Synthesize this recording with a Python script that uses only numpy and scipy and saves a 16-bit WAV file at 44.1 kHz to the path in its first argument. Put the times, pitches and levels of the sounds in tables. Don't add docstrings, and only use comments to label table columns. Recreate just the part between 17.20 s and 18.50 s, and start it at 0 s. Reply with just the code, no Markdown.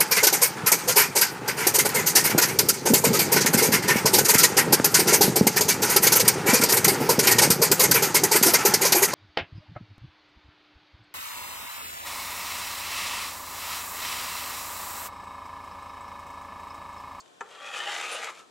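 import sys
import numpy as np
from scipy import signal
from scipy.fft import rfft, irfft
from scipy.io import wavfile

SR = 44100
rng = np.random.default_rng(int(sys.argv[2]) if len(sys.argv) > 2 else 0)


def generate_wav(sig):
    pcm = np.round(np.clip(np.atleast_2d(sig).T, -1, 1) * 32767).astype(np.int16)
    wavfile.write(sys.argv[1], SR, pcm)


N = 57330

# f/Hz, level/dB
MAT_COLOUR = [(40, -44), (120, -45.5), (220, -27), (330, -15), (480, -7.5), (800, -2.5), (1050, -8),
              (1500, -2.5), (2200, -8), (3300, -7.5), (4400, -19), (8000, -26.5), (11000, -42),
              (15000, -83)]


def amp(db):
    return 10 ** (np.asarray(db) / 20)


def evened(x):
    return x / np.sqrt(np.mean(x ** 2) + 1e-20)


def read(points, hz):
    f, value = np.transpose(points)
    return np.interp(np.log(hz + 1), np.log(f + 1), value)


def level(points):
    return amp(np.interp(np.arange(N) / SR, *np.transpose(points)))


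def add(mix, s, sound):
    part = mix[max(round(s * SR), 0):][:len(sound)]
    part += sound[:len(part)]


def flipped(x):
    return x * rng.choice([-1., 1.], len(x))


def colour(x, points, size=4096):
    log_gain = np.log(amp(read(points, abs(np.fft.fftfreq(size, 1 / SR)))))
    spectrum = np.exp(np.conj(signal.hilbert(log_gain)))
    taps = np.fft.ifft(spectrum).real[:size // 2]
    return signal.fftconvolve(x, taps)[:len(x)]


def resonate(x, hz, width):
    r = np.exp(-np.pi * width / SR)
    turn = np.exp(2j * np.pi * np.cumsum(hz * np.ones(len(x))) / SR)
    shifted = x / turn + 1e-18
    smooth = signal.lfilter([(1 - r) ** 2], [1, -2 * r, r ** 2], shifted)
    return 2 * (turn * smooth).real


def burst(decay_s, points, size=2048):
    fade = np.exp(-np.arange(size) / SR / decay_s)
    crack = colour(rng.standard_normal(size) * fade, points)
    return crack / np.linalg.norm(crack)


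def surges(rate_hz, depth_db):
    ratio = np.fft.rfftfreq(N, 1 / SR) / rate_hz
    spectrum = rfft(rng.standard_normal(N)) * ratio ** .5 / (1 + ratio ** 2)
    return amp(depth_db * evened(irfft(spectrum, N)))


def room_tone():
    # f/Hz, relative level per Hz/dB
    hush = [(25, -34), (60, -17), (130, -2), (400, 4), (1100, 2), (2000, -8.5), (3400, -5.5), (5200, -13.5),
            (7500, -12), (10000, -19), (15000, -33)]
    # f/Hz, likeness (1 the same, 0 unrelated, -1 opposite)
    likeness = [(60, -0.48), (400, -0.044), (2000, -0.74), (6000, 0.67), (15000, -0.28)]
    hiss_db, whine_db, whine_hz = -57.5, -71, 1066
    hz = np.fft.rfftfreq(N, 1 / SR)
    a, b = rfft(rng.standard_normal((2, N))) * amp(read(hush, hz))
    same = np.clip(read(likeness, hz), -1, 1)
    right = same * a + np.sqrt(1 - same ** 2) * b
    hiss = evened(irfft(np.array([a, right]), N))
    whine = np.sqrt(2) * np.sin(2 * np.pi * whine_hz * np.arange(N) / SR)
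    return amp(hiss_db) * hiss + amp(whine_db) * whine


def room(x):
    # f/Hz, t/s
    fade_times = [(100, 0.92), (1000, 0.44), (4000, 0.078), (15000, 0.32)]
    t = np.arange(SR // 3) / SR
    noise = rng.standard_normal(len(t)) * (t > .008)
    hz, at, z = signal.stft(noise, SR, nperseg=256)
    fade = amp(-60 * at / read(fade_times, hz)[:, None])
    tail = signal.istft(z * fade, SR, nperseg=256)[1][:len(t)]
    return signal.fftconvolve(x, tail / np.linalg.norm(tail))[:N]


def echoes(x, count=12):
    decay_s = 0.0085
    t, place = np.arange(SR // 25) / SR, np.linspace(0, count - 1, N)
    out = np.zeros(N)
    for k in range(count):
        taps = rng.standard_normal(len(t)) * np.exp(-t / decay_s) * (t > .001)
        near = np.cos(np.pi / 2 * np.clip(place - k, -1, 1))
        out += signal.fftconvolve(x * near, taps / np.linalg.norm(taps))[:N]
    return out


def handle():
    # t/s, level/dB, share of the mat's colour (0-1)
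    ticks = [(.002, -26, 0.04), (.0068, -25.5, 0.02), (0.0593, -32, 0.75), (0.079, -33.5, 0.55)]
    # f/Hz, level/dB
    plastic = [(100, -57), (3500, -23), (4500, 13.5), (5600, 6), (7300, 18), (8500, -6), (15000, -24)]
    out = np.zeros(N)
    for s, db, share in ticks:
        bright = (1 - share) * burst(0.0015, plastic)
        dull = share * burst(0.002, MAT_COLOUR)
        add(out, s, amp(db) * (bright + dull))
    return out


def set_down():
    # t/s, level/dB
    contacts = [(0.2081, 1), (0.2154, -8.5), (0.2432, -27)]
    # f/Hz, level/dB, time to fade by 60 dB t/s
    modes = [(400, -40, 0.086), (490, -37, 0.087), (810, -43, 0.11), (906, -31.5, 0.078), (1083, -35, .055),
             (1242, -30, 0.032), (1346, -34, 0.084), (1703, -33.5, .025), (1760, -32, 0.032),
             (2110, -42, 0.034), (2530, -41, 0.037), (3054, -43, 0.032), (3500, -46.5, .025)]
    # f/Hz, level/dB
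    contact_colour = [(50, -42), (150, -14), (380, 6.5), (900, 5), (1500, -1), (2400, -2), (4200, -16),
                      (5500, -13), (7200, -4.5), (9000, -23), (15000, -52)]
    crack_db, crack_decay_s = -15.5, .003
    rise_cycles = 1.22
    out, t = np.zeros(N), np.arange(SR // 4) / SR
    ring = np.zeros(len(t))
    for hz, db, t60 in modes:
        rise = 1 - np.exp(-(t * hz / rise_cycles) ** 2)
        ring += amp(db - 60 * t / t60) * rise * np.sin(2 * np.pi * hz * t)
    for s, db in contacts:
        add(out, s, amp(db) * ring)
        add(out, s, amp(crack_db + db) * burst(crack_decay_s, contact_colour))
    return out


def snaps():
    snaps_per_s, spread_db, rub = 2500, 3, 0.4
    surge_hz, surge_db = 151, 0.53
    size = amp(spread_db * np.minimum(rng.exponential(1, N), 3.5))
    clicks = size * rng.choice([-1., 1.], N) * (rng.random(N) < snaps_per_s / SR)
    rubbed = evened(clicks) + rub * rng.standard_normal(N)
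    return evened(rubbed * surges(surge_hz, surge_db))


def tuft(size=1024):
    decay_s, crumble_db = 0.0013, -3
    crumble = rng.standard_normal(size) * np.exp(-np.arange(size) / SR / decay_s)
    snap = signal.unit_impulse(size) + amp(crumble_db) * crumble / np.linalg.norm(crumble)
    return snap / np.linalg.norm(snap)


def table_ring(pressed):
    # passing t/s, reach t/s, f at passing/Hz, glide/(Hz per s), width/Hz,
    # level/dB
    resonances = [(0.52, 0.17, 3265, 0, 470, -2), (0.52, 0.14, 1352, -100, 156, 5.5),
                  (0.48, 0.23, 1170, 102, 58, 6.5), (0.521, 0.096, 2517, 402, 244, 5.5),
                  (0.54, 0.2, 1837, 8, 170, 0.5), (.57, 0.26, 805, 62, 52, 5), (0.653, .1, 2930, 9, 450, 3),
                  (0.712, 0.093, 1924, 900, 202, 6), (0.883, 0.16, 1260, -300, 160, 4),
                  (0.858, 0.089, 2516, 1498, 550, 5), (0.94, 0.8, 483, -100, 170, -3),
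                  (0.84, .22, 3640, 5, 540, -4.5), (0.972, 0.051, 2880, 1000, 160, 2.5),
                  (0.983, 0.05, 625, 0, 82, 6.5), (1.035, 0.041, 2085, 2000, 590, 5.5),
                  (1.089, 0.027, 1037, 0.5, 220, 2.5), (1.085, 0.024, 1288, -3, 155, 10),
                  (1.18, 0.033, 1312, -5, 49, 12), (1.153, 0.034, 2390, 4000, 590, 4.5)]
    low_cut_hz = 304
    t, ring = np.arange(N) / SR, np.zeros(N)
    for passing, reach, hz, glide, width, db in resonances:
        near = np.exp(-.5 * ((t - passing) / reach) ** 2)
        gliding_hz = hz + glide * (t - passing)
        ring += amp(db) * resonate(flipped(pressed) * near, gliding_hz, width)
    low_cut = signal.butter(4, low_cut_hz, "high", fs=SR, output="sos")
    return signal.sosfilt(low_cut, ring)


def ruler_rasp(drive):
    # middle t/s, spread around it t/s, f/Hz, width/Hz
    rasp_shape = (.936, .016, 9300, 1500)
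    s, length, hz, width = rasp_shape
    swell = np.exp(-.5 * ((np.arange(N) / SR - s) / length) ** 2)
    return amp(-44) * swell * evened(resonate(drive, hz, width))


def cut():
    # t/s, level/dB
    force = [(.2, -62.5), (.26, -55), (.33, -44.5), (.39, -46.5), (.44, -40.5), (.51, -42), (.555, -35),
             (.615, -36), (.65, -37.5), (.68, -34), (.8, -36.5), (.89, -36), (.94, -33), (1.005, -37.5),
             (1.037, -36), (1.06, -37.5), (1.09, -35), (1.125, -54.5), (1.2, -47.5), (1.26, -62.5)]
    # t/s, level/dB
    shear_level = [(.2, -74), (.3, -60.5), (.4, -61), (.45, -53.5), (.52, -52), (.58, -42), (.615, -48.5),
                   (.67, -47), (.76, -41.5), (.81, -45), (.89, -45), (.935, -43), (1.0, -45.5),
                   (1.045, -44), (1.065, -50), (1.1, -50), (1.13, -60), (1.195, -54), (1.25, -71)]
    # f/Hz, level/dB
    fibre_colour = [(100, -34.5), (2000, -5), (3800, 2), (5300, -1.5), (7200, 0.5), (8600, -7),
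                    (10000, -10), (11500, -16), (13500, -21.5), (15300, -35)]
    tufts = [(0.402, -21, -40), (0.4537, -17.5, -30), (0.4738, -15.5, -45), (.4885, -13, -36),
             (0.5472, -15, -26), (.579, -14, -24), (.603, -9.5, -32), (.621, -10, -29), (0.674, -6.5, -27),
             (0.685, -16.5, -23), (.696, -12, -29), (.731, -12.5, -26), (0.7524, -7, -29), (.765, -8, -29),
             (.786, -10.5, -22), (.8125, -11.5, -16.5), (.828, -13.5, -24), (1.035, -10, -23),
             (1.045, -14, -15), (1.073, -11, -32), (1.087, -12.5, -33)]
    crackle_hz, crackle_db = 59.6, 1
    body_db = 8
    drive = snaps()
    pressed = drive * level(force)
    crackle = flipped(drive) * surges(crackle_hz, crackle_db)
    shear = evened(colour(crackle, fibre_colour)) * level(shear_level)
    for s, push_db, crack_db in tufts:
        crack = colour(tuft(), fibre_colour)
        add(pressed, s, amp(push_db) * tuft())
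        add(shear, s, amp(crack_db) * crack / np.linalg.norm(crack))
    body = colour(pressed, MAT_COLOUR) + table_ring(pressed)
    return amp(body_db) * body + shear + ruler_rasp(drive)


def scene():
    # f/Hz, level/dB
    side_colour = [(60, -24), (200, 0), (400, -22), (1000, -16.5), (3000, -18.5), (6000, -14), (8300, -4.5),
                   (10500, -4.5), (15000, -40)]
    echo_db, knock_echo_db, room_db = -6.5, -5, -12
    side_room_db = -6.5
    stroke, knock = cut() + handle(), set_down()
    direct = stroke + knock
    early = echoes(stroke + amp(knock_echo_db) * knock)
    mid = direct + amp(echo_db) * early + amp(room_db) * room(direct)
    side = colour(echoes(direct) + amp(side_room_db) * room(direct), side_colour)
    return np.array([mid + side, mid - side]) + room_tone()


def record(dry):
    # f/Hz, left minus right level/dB
    balance = [(60, 1.5), (400, 3.5), (1300, 1.9), (4400, 1.5), (8500, 0), (15000, -1)]
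    edge_hz = 15300
    lean_db = read(balance, np.fft.rfftfreq(N, 1 / SR)) / 2
    heard = irfft(rfft(dry) * amp(np.array([lean_db, -lean_db])), N)
    band_limit = signal.firwin(511, edge_hz, window=("kaiser", 9), fs=SR)
    return signal.oaconvolve(heard, band_limit[None], "same")


dry = scene()
out = record(dry)
generate_wav(out)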